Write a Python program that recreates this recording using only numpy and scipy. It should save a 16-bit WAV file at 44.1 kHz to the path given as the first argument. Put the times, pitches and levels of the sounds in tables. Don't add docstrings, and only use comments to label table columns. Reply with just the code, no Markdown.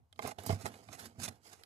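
import sys
import numpy as np
from scipy import signal
from scipy.fft import rfft, irfft
from scipy.io import wavfile
from scipy.ndimage import uniform_filter1d

SR = 44100
rng = np.random.default_rng(int(sys.argv[2]) if len(sys.argv) > 2 else 0)


def voltage_ratio(level):
    return 10 ** (np.asarray(level, float) / 20)


def master(y):
    cut = np.clip(np.atleast_2d(y).T, -1, 1)
    pcm = np.round(cut * 32767)
    wavfile.write(sys.argv[1], SR, pcm.astype(np.int16))


N = 72765

# (frequency [Hz], relative level [dB])
SLIP_COLOUR = [(200, 1), (700, -2.5), (1500, 1), (3000, -6.5), (5000, -3.5), (8000, -6.5), (11500, -8),
               (14200, -18.5), (14700, -51)]
# (frequency [Hz], relative level [dB], time to fade by 60 dB [s])
COVER_MODES = [(100, -1, .15), (130, -5, .1), (165, -6, .1), (195, -8, .1), (228, -4, .18)]


def rubbing():
    # (time [s], treble level [dB], middle level [dB])
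    strokes = [(0, -100, -78), (.12, -96, -94), (.18, -74, -78), (0.214, -67, -59.5), (0.22, -51, -58),
               (0.251, -54.5, -43), (0.277, -49.5, -50.5), (0.314, -53, -53), (0.336, -74.5, -73),
               (0.379, -78.5, -69.5), (0.386, -52.5, -53), (.42, -62, -62), (.455, -56, -55),
               (0.474, -53, -67), (0.503, -44.5, -38), (.535, -51.5, -53), (.574, -67, -61),
               (0.618, -54, -62), (0.641, -63.5, -61.5), (0.664, -42, -41.5), (0.695, -62, -59),
               (0.824, -67, -65.5), (0.869, -71.5, -72.5), (0.918, -63, -62), (0.929, -50.5, -54),
               (0.953, -55.5, -65), (0.972, -67.5, -64), (0.996, -49.5, -57), (1.047, -57.5, -65),
               (1.059, -48.5, -65.5), (1.081, -65, -71), (1.133, -76.5, -68.5), (1.177, -74.5, -73.5),
               (1.201, -51, -54), (1.241, -45.5, -80), (1.264, -45, -64), (1.273, -60, -61),
               (1.288, -44.5, -53), (1.299, -65.5, -56), (1.36, -72.5, -76), (1.398, -84, -75.5),
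               (1.437, -71.5, -86), (1.458, -60, -66), (1.52, -64.5, -71.5), (1.533, -52.5, -58.5),
               (1.55, -66.5, -71), (1.625, -70, -68), (1.65, -78, -76)]
    s, treble, middle = np.transpose(strokes)
    return slips(s, treble, middle) + scuffs(s, middle) + cover_rumble()


def slips(s, treble, middle):
    slips_per_s, spread_db = 5900, 2
    split_hz, brighten = 4500, .4
    hiss = evened(colour(jerks(slips_per_s, spread_db), SLIP_COLOUR))
    low = signal.lfilter(*signal.butter(1, split_hz, fs=SR), hiss)
    high = hiss - low
    tilt_db = brighten * track(s, treble - middle) / 2
    return voltage_ratio(track(s, treble)) * (voltage_ratio(tilt_db) * high + voltage_ratio(-tilt_db) * low)


def scuffs(s, middle):
    scuff_hz, scuffs_per_s, spread_db = 450, 700, 2.5
    return voltage_ratio(track(s, middle)) * shaken(leaning(scuff_hz), scuffs_per_s, spread_db)


def cover_rumble():
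    # (time [s], level [dB])
    bending = [(0, -86), (0.029, -72), (0.078, -98), (0.179, -70), (0.255, -42.5), (0.349, -74),
               (.4, -61.5), (.44, -63), (0.473, -48), (.5, -48), (.56, -56), (.61, -60), (.66, -55),
               (.73, -60.5), (.86, -70), (0.898, -53), (.988, -67), (1.06, -54.5), (1.134, -72),
               (1.201, -53.5), (1.283, -49), (1.37, -74.5), (1.534, -86), (1.65, -97)]
    flexes_per_s, spread_db = 900, 1.5
    return voltage_ratio(track(*np.transpose(bending))) * shaken(COVER_MODES, flexes_per_s, spread_db)


def jerks(per_s, spread_db):
    clump_db, clump_s = 1.5, 0.0052
    clump = evened(uniform_filter1d(rng.standard_normal(N), round(clump_s * SR)))
    surprise = np.minimum(rng.exponential(1, N), 5)
    size = voltage_ratio(spread_db * surprise + clump_db * clump)
    happens = rng.random(N) < per_s / SR
    return size * np.sign(rng.standard_normal(N)) * happens


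def shaken(modes, per_s, spread_db):
    held = np.array(modes) * [1, 1, .45]
    total = np.zeros(N)
    for _ in range(6):
        blows = jerks(per_s / 6, spread_db)
        total += signal.oaconvolve(blows, ring(held, detune=.08))[:N]
    return evened(total)


def ring(modes, detune, neighbour=-1):
    t = np.arange(SR // 5)[:, None] / SR
    hz, db, t60 = np.transpose(modes)
    uneven_db = 1.5 * rng.standard_normal(len(hz))
    shift = detune * rng.standard_normal(len(hz))
    swing = neighbour ** np.arange(len(hz))
    fade = voltage_ratio(db + uneven_db - 60 * t / t60)
    return (swing * fade * np.sin(2 * np.pi * hz * (1 + shift) * t)).sum(axis=1)


def leaning(centre_hz):
    # (frequency [Hz], relative level [dB], time to fade by 60 dB [s])
    housing = [(447, -3, .04), (600, -8, .045), (648, -2, .055), (832, -2, .05), (1040, -6, .04),
               (1200, -5, .03), (1600, -11, .03), (2115, -2, .022), (2500, -9, .025), (3100, -13, .04),
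               (3940, -7, .017)]
    slope_db = 4
    return [(f, d - slope_db * abs(np.log2(f / centre_hz)), t60) for f, d, t60 in housing]


def ticks(mix):
    # (time [s], crack level [dB], crack centre [Hz], knock level against the crack [dB],
    # knock centre [Hz], time for the crack to fade by 60 dB, at least 0.004 in use [s])
    tick_list = [(0.127, -46.5, 3630, -11.5, 2800, 0.01), (0.16, -59.5, 3800, -9, 2140, 0.017),
                 (.1912, -39, 4000, 8.5, 1500, 0.01), (.2240, -48, 4000, 9, 1800, 0.018),
                 (.2603, -50, 2000, 14, 600, .008), (.3150, -46, 3450, 8, 700, 0.013),
                 (0.2748, -36.5, 12200, 0, 925, 0.01), (.3850, -44.5, 3680, 4.5, 560, 0.051),
                 (0.435, -47.5, 11900, -2, 910, 0.021), (0.4623, -36, 11800, 0, 1030, 0.06),
                 (0.4934, -33.5, 4300, 2.5, 610, 0.0034), (0.526, -43.5, 8450, 0.5, 1050, 0.01),
                 (.6568, -36, 8300, 6, 850, 0.01), (.6625, -49, 2300, 12, 1300, 0.03),
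                 (.7400, -48, 3500, 0, 2100, .018), (0.887, -56.5, 4160, 11, 750, 0.015),
                 (1.2792, -38, 4030, -2, 500, .018), (1.6355, -40.5, 3730, -33, 2530, 0.0076)]
    for s, db, hz, knock_db, knock_hz, t60 in tick_list:
        add(mix, s, tick(db, hz, knock_db, knock_hz, t60))


def tick(db, hz, knock_db, knock_hz, t60):
    n = 4096
    t = np.arange(n) / SR
    noise = rng.standard_normal(n)

    width = .45
    lo, hi = np.clip(hz * np.exp(np.array([-1, 1]) * width / 2), 500, 16000)
    high_pass = signal.butter(2, hz / 3, "high", fs=SR, output="sos")
    band_pass = signal.butter(2, [lo, hi], "band", fs=SR, output="sos")
    wide = signal.sosfilt(high_pass, colour(noise, SLIP_COLOUR))
    narrow = signal.sosfilt(band_pass, noise)
    rise = np.minimum(t / 0.000098, 1)
    fade = voltage_ratio(-60 * t / max(t60, .004))
    crack = (evened(wide) + evened(narrow)) * rise * fade / 2

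    first_hit, chatter_per_s, chatter_fade_s = 4, 700, .0035
    chatter = rng.standard_normal(n) * (rng.random(n) < chatter_per_s / SR)
    blows = first_hit * (t == 0) + chatter * np.exp(-t / chatter_fade_s)
    knock = signal.oaconvolve(blows, ring(leaning(knock_hz), detune=.01))
    knock = knock / abs(knock).max()

    crack = np.pad(crack, (0, len(knock) - n))
    return voltage_ratio(db) * (crack + voltage_ratio(knock_db) * knock)


def thumps(mix):
    # (time [s], peak level before the bay and microphone gain [dB], push length [s])
    thump_list = [(0.381, -40.5, 0.0078), (.4950, -23, 0.002), (0.5060, -31, 0.0015),
                  (0.5250, -25.5, 0.0033), (0.642, -33.5, 0.0024), (0.889, -48.5, 0.006),
                  (1.181, -41, 0.004), (1.282, -62, 0.006)]
    for s, db, length in thump_list:
        add(mix, s, thump(db, length))


def thump(db, length):
    push = np.sin(np.pi * np.arange(0, 1, 1 / (max(length, .001) * SR))) ** 2
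    swing = np.convolve(push, ring(COVER_MODES, detune=0.011, neighbour=0.87))
    return voltage_ratio(db) * swing / abs(swing).max()


def bay(x):
    # (frequency [Hz], level [dB])
    left_colour = [(60, -8), (130, -6.5), (290, -6), (640, -9), (1410, -13), (3100, -16), (6820, -20),
                   (11000, -26), (15000, -20)]
    # (frequency [Hz], level [dB])
    echo_colour = [(100, -12), (300, -9), (700, -2), (2000, 8), (8000, 10), (14000, 8)]
    echo_t60, step_s, right_echo_db = .022, .04, -13
    lag_s, mic_db = 0.0003, 4.5

    t = np.arange(SR // 16) / SR
    tails = rng.standard_normal((8, 2, len(t))) * voltage_ratio(-60 * t / echo_t60)
    tails = tails / np.linalg.norm(tails, axis=2, keepdims=True)

    place = (np.arange(N) / SR / step_s - np.arange(8)[:, None]) % 8
    share = np.sin(np.pi * place / 2) ** 2 * (place < 2)
    echoes = signal.oaconvolve((x * share)[:, None], tails, axes=2)
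    echo = colour(echoes.sum(axis=0)[:, :N], echo_colour)

    left = colour(np.roll(x, round(lag_s * SR)) + echo[0], left_colour)
    right = x + voltage_ratio(right_echo_db) * echo[1]
    return voltage_ratio(mic_db) * np.array([left, right])


def air():
    # (frequency [Hz], relative level [dB])
    air_colour = [(30, 2.5), (87, 18.5), (296, -30), (662, -15), (1090, -15), (1650, -29), (14200, -32.5),
                  (14600, -61)]
    level_db = -69
    left, right, shared = colour(rng.standard_normal((3, N)), air_colour)
    return voltage_ratio(level_db) * evened(np.array([left + shared, right + 0.5 * shared]))


def evened(x):
    return x / np.sqrt(np.mean(x ** 2) + 1e-20)


def add(mix, s, sound):
    part = mix[round(s * SR):][:len(sound)]
    part += sound[:len(part)]


def colour(x, points):
    hz, db = np.transpose(points)
    f = np.fft.rfftfreq(x.shape[-1], 1 / SR)
    gain = voltage_ratio(np.interp(np.log(f + 1), np.log(hz + 1), db))
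    return irfft(rfft(x) * gain, x.shape[-1])


def track(s, db):
    return np.interp(np.arange(N) / SR, s, db)


def scene():
    work = rubbing()
    ticks(work)
    thumps(work)
    return bay(work) + air()


def top_cut(x):
    return signal.sosfilt(signal.butter(12, 15610, fs=SR, output="sos"), x)


def record(dry):
    low_cut_hz = 82.4
    bass_cut = signal.butter(4, low_cut_hz, "high", fs=SR, output="sos")
    mix = signal.sosfilt(bass_cut, dry)
    return top_cut(mix)


dry = scene()
out = record(dry)
master(out)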